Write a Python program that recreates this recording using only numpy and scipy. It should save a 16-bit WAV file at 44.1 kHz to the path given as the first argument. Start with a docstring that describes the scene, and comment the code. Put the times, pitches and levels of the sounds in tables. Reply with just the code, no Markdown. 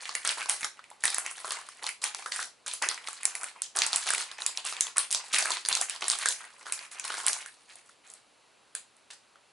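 """In a small furnished room, a thin plastic wrapper is turned, torn and peeled open about a metre from a camera.
Creases of the film flip with sharp snaps, made of noise puffs and fading tones, over a rustle of tiny tones.
The packet bumps softly now and then, as low fading tones. The walls answer with fading noise.
Faint room hiss (shaped noise) and mains hum (steady tones) lie under it all."""
import sys
import numpy as np
from scipy import signal
from scipy.fft import rfft, irfft, next_fast_len
from scipy.io import wavfile
from scipy.ndimage import map_coordinates

SR = 44100
rng = np.random.default_rng(int(sys.argv[2]) if len(sys.argv) > 2 else 0)


def field_ratio(decibels):
    """Amplitude ratio for a level in dB (20 dB per decade); scalars and array-likes work."""
    return 10 ** (np.asarray(decibels, dtype=float) / 20)


def transcribe(u):
    """Save the signal u as a 16-bit wav file named by the first command-line argument.

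    u: samples, shape (n,) or (channels, n), limited to [-1, 1]; the rate is SR.
    q: integer samples, one column per channel.
    """
    v = np.clip(np.atleast_2d(u).T, -1, 1)
    q = np.round(v * 32767).astype(np.int16)
    wavfile.write(sys.argv[1], SR, q)


N = 419920  # length in samples


def unit(x):
    """Scaled to rms 1."""
    return x / np.sqrt(np.mean(x ** 2) + 1e-20)


def along(points, hz):
    """Reads a table of (Hz, value) points at any pitch, on a log pitch axis."""
    f, v = np.transpose(points)
    return np.interp(np.log(hz + 1), np.log(f + 1), v)


def filtered(x, response):
    """Makes each pitch in x stronger or weaker, as response(hz) says."""
    size = next_fast_len(x.shape[-1] + 8192)  # spare room for the filter to ring out
    spectrum = rfft(x, size) * response(np.fft.rfftfreq(size, 1 / SR))
    return irfft(spectrum, size)[..., :x.shape[-1]]


def paired(two, alike):
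    """Blends two unrelated signals into a left and a right that are as alike as the table says."""
    def mid_and_side(hz):
        turn = np.arccos(np.clip(along(alike, hz), -1, 1)) / 2
        return np.array([np.cos(turn), np.sin(turn)])

    mid, side = filtered(two, mid_and_side)
    return np.array([mid + side, mid - side])


def placed(s, pieces):
    """Adds up short sounds, one per row, each starting at its own time s."""
    at = np.round(s * SR).astype(int)[:, None] + np.arange(pieces.shape[1])
    return np.bincount(at.ravel(), pieces.ravel(), N + SR)[:N]


def rings(s, gain, hz, cycles, size):
    """Fading sines that start at s and fall at 60 dB per given number of cycles, cut off after size samples."""
    turns = np.arange(size) * hz[:, None] / SR
    fade = field_ratio(-60 * turns / cycles[:, None])
    return placed(s, gain[:, None] * fade * np.sin(2 * np.pi * turns))


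def bursts(s, gain, life, colour):
    """Dying puffs of noise that fall 19 dB per life, each with its own colour and a steady energy."""
    t = np.arange(512) / SR
    rise = 1 - np.exp(-t / (0.046 * life[:, None]))
    shape = field_ratio(-19 * t / life[:, None]) * rise
    noise = irfft(rfft(rng.standard_normal(shape.shape)) * colour(np.fft.rfftfreq(len(t), 1 / SR)))
    puff = shape * noise
    wanted = gain * np.linalg.norm(shape, axis=1)
    return placed(s, puff * (wanted / np.linalg.norm(puff, axis=1))[:, None])


# colour of the room hiss: f/Hz, level/dB (per Hz, relative)
HISS_COLOUR = [(15, -33), (25, -26.5), (60, -18), (115, -14), (240, -7.5), (570, -4), (1200, -5),
               (1900, -10), (2700, -7.5), (3400, -12), (4300, -9.5), (5200, -15), (11000, -16.5),
               (14300, -52)]
# how alike the hiss is at left and right: f/Hz, likeness (1 = the same)
HISS_ALIKE = [(100, 0.27), (500, 0.33), (1500, 0.85), (4000, 1), (10000, 0.7)]
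# tones of the mains hum: f/Hz, level/dB (rms)
HUM_TONES = [(60, -100), (120, -91)]
HISS_DB = -63.5  # rms


def air():
    """Steady room hiss is shaped noise; mains hum is a few steady sines."""
    noise = filtered(rng.standard_normal((2, N)), lambda hz: field_ratio(along(HISS_COLOUR, hz)))
    hiss = field_ratio(HISS_DB) * unit(paired(noise, HISS_ALIKE))
    t = np.arange(N) / SR
    hum = sum(field_ratio(db) * np.sqrt(2) * np.sin(2 * np.pi * hz * t) for hz, db in HUM_TONES)
    return hiss + hum


# the fingers work the film in grips: start t/s, hold t/s, rustle level/dB, body level/dB (above the rustle)
FINGER_GRIPS = [(0, 0.28, -50.5, -1.5), (0.244, 0.075, -36.5, -5), (0.367, 0.054, -44.5, 2),
                (0.484, 0.061, -40, -2.5), (0.592, 0.056, -47.5, -2.5), (0.725, 0.39, -72, 7),
                (1, .03, -54, -10), (1.028, 0.1, -41, -4.5), (1.156, 0.15, -48.5, 1.5),
                (1.35, 0.2, -52, -3), (1.442, 0.17, -48.5, 2.5), (1.616, 0.22, -57.5, -1),
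                (1.817, 0.061, -46.5, 2), (2.015, 0.024, -44, -5.5), (2.034, 0.017, -35, 0.5),
                (2.138, 0.15, -50.5, 0), (2.313, 0.13, -44, -4), (2.663, 0.078, -40.5, -9.5),
                (2.815, .04, -46, 12), (2.879, 0.033, -49, 6), (2.966, 0.13, -59, 5),
                (3.038, 0.24, -52, -3), (3.241, 0.24, -49.5, 1), (3.464, 0.16, -68.5, 9),
                (3.621, 0.022, -46, -11), (3.749, 0.13, -45.5, 5), (3.908, 0.24, -40.5, -5),
                (4.062, 0.15, -36, -4), (4.215, 0.12, -59, 6.5), (4.371, .13, -48, -0.5),
                (4.547, 0.055, -49.5, -1.5), (4.638, 0.046, -39, -7), (4.715, 0.18, -51, 1.5),
                (4.955, 0.029, -48.5, 6), (4.981, 0.037, -38.5, -4), (5.097, 0.11, -56.5, 7.5),
                (5.23, 0.14, -52.5, -0.5), (5.325, 0.094, -32, -4.5), (5.447, .13, -40, -1),
                (5.681, 0.036, -36, -4), (5.732, 0.1, -43.5, -1), (5.88, 0.072, -48.5, 2),
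                (6.005, 0.048, -40, -1.5), (6.102, 0.045, -38, -5.5), (6.187, 0.054, -42, 0.5),
                (6.253, 0.061, -35.5, -9.5), (6.356, 0.12, -56, 1), (6.5, .1, -66, 1.5),
                (6.59, 0.039, -60, 2.5), (6.653, 0.2, -53, 3.5), (6.909, .12, -55, 1),
                (7.031, 0.39, -41.5, -3), (7.244, 0.077, -40.5, 2.5), (7.391, 0.1, -59.5, -1),
                (7.514, 0.23, -66, -4.5), (7.68, 0.12, -62, 1), (7.854, 0.062, -66, -9),
                (8.037, 0.14, -64, 2), (8.758, 0.011, -59, -1), (9.1, 0.012, -50, -6.5)]
GRIP_ATTACK_S = 0.0059
GRIP_SAG_DB_PER_S, GRIP_FADE_DB_PER_S = 20.5, 347  # sag from the start on; fade is added after the hold


def handling(t):
    """Gain of the fizz and of the crumple: each grip rises fast, sags a little and then fades."""
    start, hold, level_db, body_db = np.transpose(FINGER_GRIPS)[:, :, None]
    rise = np.clip((t - start) / GRIP_ATTACK_S, 0, 1)
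    sag_db = GRIP_SAG_DB_PER_S * np.clip(t - start, 0, None)
    fade_db = GRIP_FADE_DB_PER_S * np.clip(t - start - hold, 0, None)
    fizz = rise * field_ratio(level_db - sag_db - fade_db)
    crumple = fizz * field_ratio(body_db)
    return np.sqrt([np.sum(fizz ** 2, axis=0), np.sum(crumple ** 2, axis=0)])


def grains(count, spectrum, centre_hz, spread, cycles, size_db):
    """A dense patter of tiny flips of many sizes, in clumps, each flip a very short tone."""
    draw = rng.random((count, 3))
    s = draw[:, 0] * N / SR
    fold = map_coordinates(rng.standard_normal(400), [s * 40])  # the folds shift the pitch
    hz = np.clip(centre_hz * np.exp(spread * (rng.standard_normal(count) + fold)), 150, 11000)
    clumps = map_coordinates(rng.standard_normal(1500), [s * 150])
    gain = field_ratio(-size_db * np.log(draw[:, 1] + .01)) * field_ratio(np.clip(5.0 * clumps, -9, 6))
    patter = rings(s, gain, hz, cycles * (.5 + draw[:, 2]), size=130)

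    # divide out the patter's own colour, then give it the wanted one
    own = np.sqrt(signal.welch(patter, SR, nperseg=256)[1] + 1e-12)
    own_hz = np.fft.rfftfreq(256, 1 / SR)
    return unit(filtered(patter, lambda hz: field_ratio(along(spectrum, hz)) / np.interp(hz, own_hz, own)))


# colour of the film's crackle, also used by the snaps: f/Hz, level/dB (per Hz, relative)
FILM_COLOUR = [(880, -37), (1500, -27.5), (2740, 4.5), (4220, 8), (5300, 4), (9680, 8), (10500, 7),
               (13600, -9.5), (22000, -120)]
# colour of the packet's body, also used by the snaps: f/Hz, level/dB (per Hz, relative)
BAG_COLOUR = [(88, -76), (150, -51), (338, -16.5), (413, -12), (588, -10.5), (735, -2.5), (1640, -1),
              (2500, 0), (3250, -6), (5500, -120)]


def rustle():
    """Fingers work the film: bright fizz of small creases and a duller crumple of the bag."""
    fizz = grains(count=30000, spectrum=FILM_COLOUR, centre_hz=5500, spread=.4, cycles=9, size_db=3)
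    crumple = grains(count=14000, spectrum=BAG_COLOUR, centre_hz=1150, spread=.36, cycles=7, size_db=2.5)
    coarse = np.arange(0, N / SR + .002, .002)  # gains every 2 ms, joined by straight lines
    t = np.arange(N) / SR
    fizz_gain, crumple_gain = (np.interp(t, coarse, gain) for gain in handling(coarse))
    return fizz_gain * fizz + crumple_gain * crumple


# the clearest creases that flip: t/s, crack level/dB, crack f/Hz, pop level/dB (above the crack), pop f/Hz
CLEAR_SNAPS = [(0.0549, -27, 3250, -4, 2280), (0.0923, -21, 4510, -12.5, 1130),
               (0.1518, -12, 7500, -11, 2220), (0.2498, -14.5, 8900, -12.5, 1340),
               (0.2688, -21, 4740, -8, 1340), (0.2749, -9, 8200, -18.5, 1550),
               (0.2914, -11, 2930, -20, 1410), (0.4084, -31, 3460, 1, 1330),
               (0.4586, -24, 5700, -7.5, 1100), (0.491, -14, 10000, -33, 1540),
               (0.4961, -4.5, 9530, -20.5, 2210), (0.609, -23, 10100, -12, 2240),
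               (0.6309, -23.5, 3450, -2, 2200), (0.6449, -14.5, 5400, -12, 1330),
               (0.6507, -22.5, 6000, -31, 1350), (0.7924, -43.5, 3550, 5, 1320),
               (0.8406, -42, 2610, -3.5, 2410), (0.902, -35, 10300, -13, 1960),
               (0.914, -45, 3420, 3.5, 896), (1.038, -11.5, 9140, -8.5, 1850),
               (1.054, -7, 9230, -12.5, 1990), (1.0784, -13, 4020, -19, 1870),
               (1.1025, -17, 10300, -20, 1550), (1.1451, -10, 9500, -22, 1860),
               (1.183, -10, 9600, -13, 1420), (1.263, -20, 6760, -8.5, 2300),
               (1.3121, -23.5, 9900, -16, 1190), (1.4456, -28.5, 4100, 1.5, 1190),
               (1.507, -15, 4190, -23, 2500), (1.5198, -14.5, 9400, -18.5, 1180),
               (1.5745, -46.5, 4430, 10, 1030), (1.6883, -32, 9070, -7.5, 1180),
               (1.8412, -23.5, 4300, -7, 1010), (1.8658, -16.5, 4230, -29, 2320),
               (1.8905, -20, 9970, -6.5, 2240), (2.0408, -8, 8630, -24, 2310),
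               (2.1472, -17.5, 6200, -15.5, 1020), (2.2604, -26.5, 3520, -1.5, 1340),
               (2.3206, -17, 4760, -13.5, 1980), (2.361, -20.5, 9500, -13, 1820),
               (2.3923, -37, 2560, 11, 1430), (2.4274, -21, 6130, -10, 1740),
               (2.6627, -25.5, 6720, -12, 1520), (2.6793, -20.5, 8590, -15, 1040),
               (2.7362, -16.5, 10200, -20, 1190), (2.823, -12.5, 6100, -13, 1020),
               (2.8684, -28.5, 8840, -18, 1010), (2.8878, -8, 6320, -47, 1350),
               (2.9134, -20.5, 4350, -9, 1340), (2.944, -24.5, 6260, -17, 1100),
               (2.9771, -41, 4570, 8.5, 2120), (3.0729, -21.5, 4300, -13, 2190),
               (3.0854, -20.5, 8900, -10.5, 1180), (3.1305, -24.5, 9900, -20, 1330),
               (3.2322, -20, 9430, -13, 2170), (3.254, -4, 8260, -24.5, 2220),
               (3.3523, -16.5, 10500, -10.5, 2200), (3.4123, -29, 7540, -12, 2210),
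               (3.4326, -19.5, 9200, -11, 1380), (3.4416, -19.5, 9260, -11.5, 2220),
               (3.485, -33, 3940, -6, 2130), (3.5604, -54, 4190, 10, 996), (3.6196, -12.5, 8660, -28, 1420),
               (3.763, -13, 10200, -42.5, 1240), (3.7698, -11.5, 6700, -17, 1330),
               (3.7885, -6.5, 6750, -23, 2180), (3.8194, -6.5, 4560, -14, 2500),
               (3.8362, -17.5, 5880, -16, 2500), (3.8647, -9, 9400, -19, 1010),
               (3.9309, -9, 4100, -14, 1020), (3.9598, -6, 8120, -43, 1390), (4.089, -17, 10080, -7, 2200),
               (4.1046, -10.5, 8200, -13, 1580), (4.1354, -13.5, 9300, -10, 1440),
               (4.148, -13, 8900, -10, 2280), (4.1809, -17.5, 7900, -28, 1410),
               (4.2154, -31, 3150, -22, 1760), (4.3146, -25, 4370, -15, 1360),
               (4.4199, -19, 4000, -17, 1360), (4.4638, -8.5, 7220, -23, 2460),
               (4.574, -13, 3970, -19, 2490), (4.6507, -19.5, 9200, -17, 1160),
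               (4.725, -21, 4200, -9.5, 1200), (4.7664, -22, 2500, -19, 2490),
               (4.8086, -4.5, 6650, -23, 2400), (4.8682, -19.5, 3000, -19.5, 1020),
               (4.9695, -13, 9600, -27, 1210), (4.9817, -3, 9040, -20, 1420), (5.1064, -22, 4430, -25, 915),
               (5.112, -13.5, 9190, -28, 2170), (5.118, -19, 6150, -22, 2230),
               (5.1264, -7, 8450, -43, 2490), (5.1474, -8.5, 5950, -22.5, 1090),
               (5.3386, -21.5, 9340, -22.5, 1350), (5.3447, -8.5, 3990, -19, 1670),
               (5.3862, -9.5, 9730, -21, 1280), (5.3906, -13, 9930, -20, 1660),
               (5.4252, -12, 4160, -20, 754), (5.4565, -14.5, 9450, -9, 1640),
               (5.5051, -12, 6360, -12.5, 1000), (5.5182, -12.5, 3550, -23.5, 1250),
               (5.5696, -20, 4070, -14, 1030), (5.6509, -18.5, 4800, -18, 1640),
               (5.66, -17, 4500, -18, 1580), (5.687, -3.5, 9770, -26, 2360),
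               (5.7274, -8.5, 4400, -26, 1580), (5.7517, -6.5, 4870, -49, 2070),
               (5.7718, -15, 4370, -26, 1530), (5.8132, -7.5, 9040, -22.5, 754),
               (5.897, -14, 9600, -15, 2470), (5.9614, -23, 4105, -35, 1640),
               (6.0243, -18, 3130, -14, 1110), (6.042, -19.5, 4360, -18, 1290),
               (6.0818, -8.5, 9480, -23, 1730), (6.1, -4.5, 7700, -30, 1500), (6.116, -13, 4700, -26, 1700),
               (6.1874, -16, 9600, -26, 1640), (6.2342, -28.5, 2870, -0.5, 1780),
               (6.2581, -9.5, 8470, -9, 1660), (6.2869, -6.5, 7600, -49, 1210),
               (6.4076, -62, 2990, 18.5, 1560), (6.6663, -33, 4400, -0.5, 1340),
               (6.7231, -9, 9900, -17.5, 2370), (6.7915, -27.5, 4340, -12, 2220),
               (6.9147, -30, 4500, -26, 1120), (6.9972, -17.5, 7360, -15.5, 2470),
               (7.0519, -41.5, 5540, -14, 1120), (7.0904, -29.5, 8680, -13.5, 1110),
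               (7.1033, -22, 3090, -4.5, 1180), (7.1412, -22, 6080, -7.5, 1550),
               (7.2405, -42, 4450, 9, 1100), (7.2653, -5.5, 9700, -27, 1550),
               (7.2825, -4.5, 7570, -33, 1200), (7.3309, -13.5, 6550, -33, 1280),
               (7.4606, -26.5, 9900, -9, 1670), (7.7562, -34, 9700, -18, 711),
               (7.894, -49, 7670, 0.5, 1390), (8.075, -43.5, 7660, -17, 1190),
               (8.1005, -33.5, 7700, -22, 673), (8.1163, -39, 7340, -18, 1270),
               (8.1374, -32, 9360, -31, 1680), (8.751, -16, 9720, -19.5, 1650),
               (8.967, -48, 9600, -20, 947), (9.104, -43, 2610, -4, 1940), (9.3568, -53.5, 2740, 2, 1350)]
# length of a flip at that level; harder ones are shorter (dB of length per dB); random log scatter
FLIP_MS, FLIP_AT_DB, FLIP_SHORTENS, FLIP_SCATTER = 2.6, -15, .15, .15
LESSER_PER_S = 80  # smaller creases flip at random
LESSER_DB, LESSER_SPREAD_DB = 13.5, 3.5  # crack above the fizz
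LESSER_POP_DB, LESSER_POP_SPREAD_DB = -11.5, 8.5  # pop above the crack, on top of the grip's body level
LESSER_CRACK_HZ, LESSER_POP_HZ = (3040, 10500), (903, 2400)  # lowest, highest


def flips():
    """The clear snaps and a random crowd of lesser ones whose size follows the grip, with a length for each."""
    draw = rng.random((round(LESSER_PER_S * N / SR), 5))
    s = draw[:, 0] * N / SR
    between = lambda ends, share: ends[0] * (ends[1] / ends[0]) ** share
    fizz_db, crumple_db = 20 * np.log10(handling(s) + 1e-9)
    db = fizz_db + LESSER_DB - LESSER_SPREAD_DB * np.log(draw[:, 1] + .2)
    body_db = crumple_db - fizz_db
    pop_db = body_db + LESSER_POP_DB + LESSER_POP_SPREAD_DB * (2 * draw[:, 2] - 1)
    lesser = [s, db, between(LESSER_CRACK_HZ, draw[:, 3]), pop_db, between(LESSER_POP_HZ, draw[:, 4])]
    rows = np.hstack([np.transpose(CLEAR_SNAPS), lesser])
    scatter = np.exp(FLIP_SCATTER * rng.standard_normal(len(rows[1])))
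    ms = FLIP_MS * field_ratio(FLIP_SHORTENS * (FLIP_AT_DB - rows[1])) * scatter
    return np.vstack([rows, ms])


def thin(hz):
    """So small a sheet radiates almost no bass."""
    return (1j * hz / (330 + 1j * hz)) ** 3


def snaps(rows, brief):
    """Each flip is a crack that leans towards one pitch, and a lower pop of the panel around it."""
    s, db, crack_hz, pop_db, pop_hz, ms = rows
    luck = rng.standard_normal(len(s))
    life = np.clip(ms, .5, 9) * brief / 1000
    gain = field_ratio(db) / np.sqrt(brief)  # a briefer crack keeps its energy

    def lean(hz, centre_hz, width):
        return np.exp(-(np.log((hz + 1) / centre_hz[:, None]) / width) ** 2)

    crack_colour = lambda hz: field_ratio(along(FILM_COLOUR, hz)) * (field_ratio(-9) + lean(hz, crack_hz, .45))
    thud_colour = lambda hz: field_ratio(along(BAG_COLOUR, hz)) * lean(hz, pop_hz, 0.34)
    broad = bursts(s, gain * field_ratio(-4), life, crack_colour)
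    crack = rings(s, gain * field_ratio(-11), crack_hz, 4 * life * crack_hz, size=500)
    pop = rings(s, field_ratio(db + pop_db + 5), pop_hz, 12 * np.exp(.25 * luck), size=1000)
    thud = bursts(s, gain * field_ratio(pop_db - 4.5), 3.2 * life, thud_colour)
    return filtered(broad + crack + pop + thud, thin)


# how long the walls ring at each pitch: f/Hz, t/s (to fall 60 dB)
WALL_RING = [(300, 0.17), (1500, 0.21), (5000, 0.26), (10000, 0.2)]
# how alike the walls sound at left and right: f/Hz, likeness (1 = the same)
WALL_ALIKE = [(200, 0.13), (1000, .6), (3000, 0.35), (10000, 0.61)]


def walls(x):
    """Echoes as a noise tail dying by frequency, weaker at first, freshly drawn every quarter second."""
    step, length = SR // 4, SR // 2  # each tail lasts half a second
    out = np.zeros((2, N + step + length))
    t = np.arange(length) / SR
    onset = np.clip(0.65 + np.clip((t - .005) / 0.012, 0, 1), 0, 1)  # reaches full strength by 9.2 ms
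    for a in range(0, N, step):
        hz, when, z = signal.stft(rng.standard_normal((2, length)), SR, nperseg=128)
        fading = z * field_ratio(-60 * when / along(WALL_RING, hz)[:, None])
        tail = signal.istft(fading, SR, nperseg=128)[1][:, :length] * onset
        wet = signal.fftconvolve(x[None, a:a + step], tail / np.linalg.norm(tail[0]), axes=1)
        out[:, a:a + wet.shape[1]] += wet
    return paired(out[:, :N], WALL_ALIKE)


# packet against hands: t/s, level/dB, f/Hz
PACKET_BUMPS = [(0.628, -50, 220), (1.044, -49.5, 153), (5.339, -42, 250), (5.717, -45.5, 246),
                (7.301, -58, 200)]


def bumps():
    """Soft low thuds of the packet, each a sine that dies within about five cycles."""
    s, db, hz = np.transpose(PACKET_BUMPS)
    return rings(s, field_ratio(db), hz, np.full(len(s), 5.0), size=4000)


def scene():
    """The wrapper sits a little to the right; the walls hear each flip from other sides, as a plainer click."""
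    room = air()
    soft, rows = rustle() + bumps(), flips()
    near = snaps(rows, brief=1) + soft
    around = snaps(rows, brief=.25) + soft
    left_right = field_ratio([[-.5], [.5]])
    return near * left_right + field_ratio(-3.5) * walls(around) + room


# steep treble cut above 11 kHz: f/Hz, level/dB
TREBLE_CUT = [(11000, 0), (11200, -25), (12000, -33), (13000, -41), (16000, -61), (17000, -90)]


def without_top(x):
    """The treble is cut steeply above 11 kHz."""
    return filtered(x, lambda hz: field_ratio(along(TREBLE_CUT, hz)))


def top_cut(x):
    """Nothing passes above the cut-off."""
    return signal.sosfilt(signal.butter(12, 12370, fs=SR, output="sos"), x)


def record(dry):
    """Turns the scene into the finished sound, with its top treble cut away."""
    mix = without_top(dry)
    return top_cut(mix)


dry = scene()
out = record(dry)
transcribe(out)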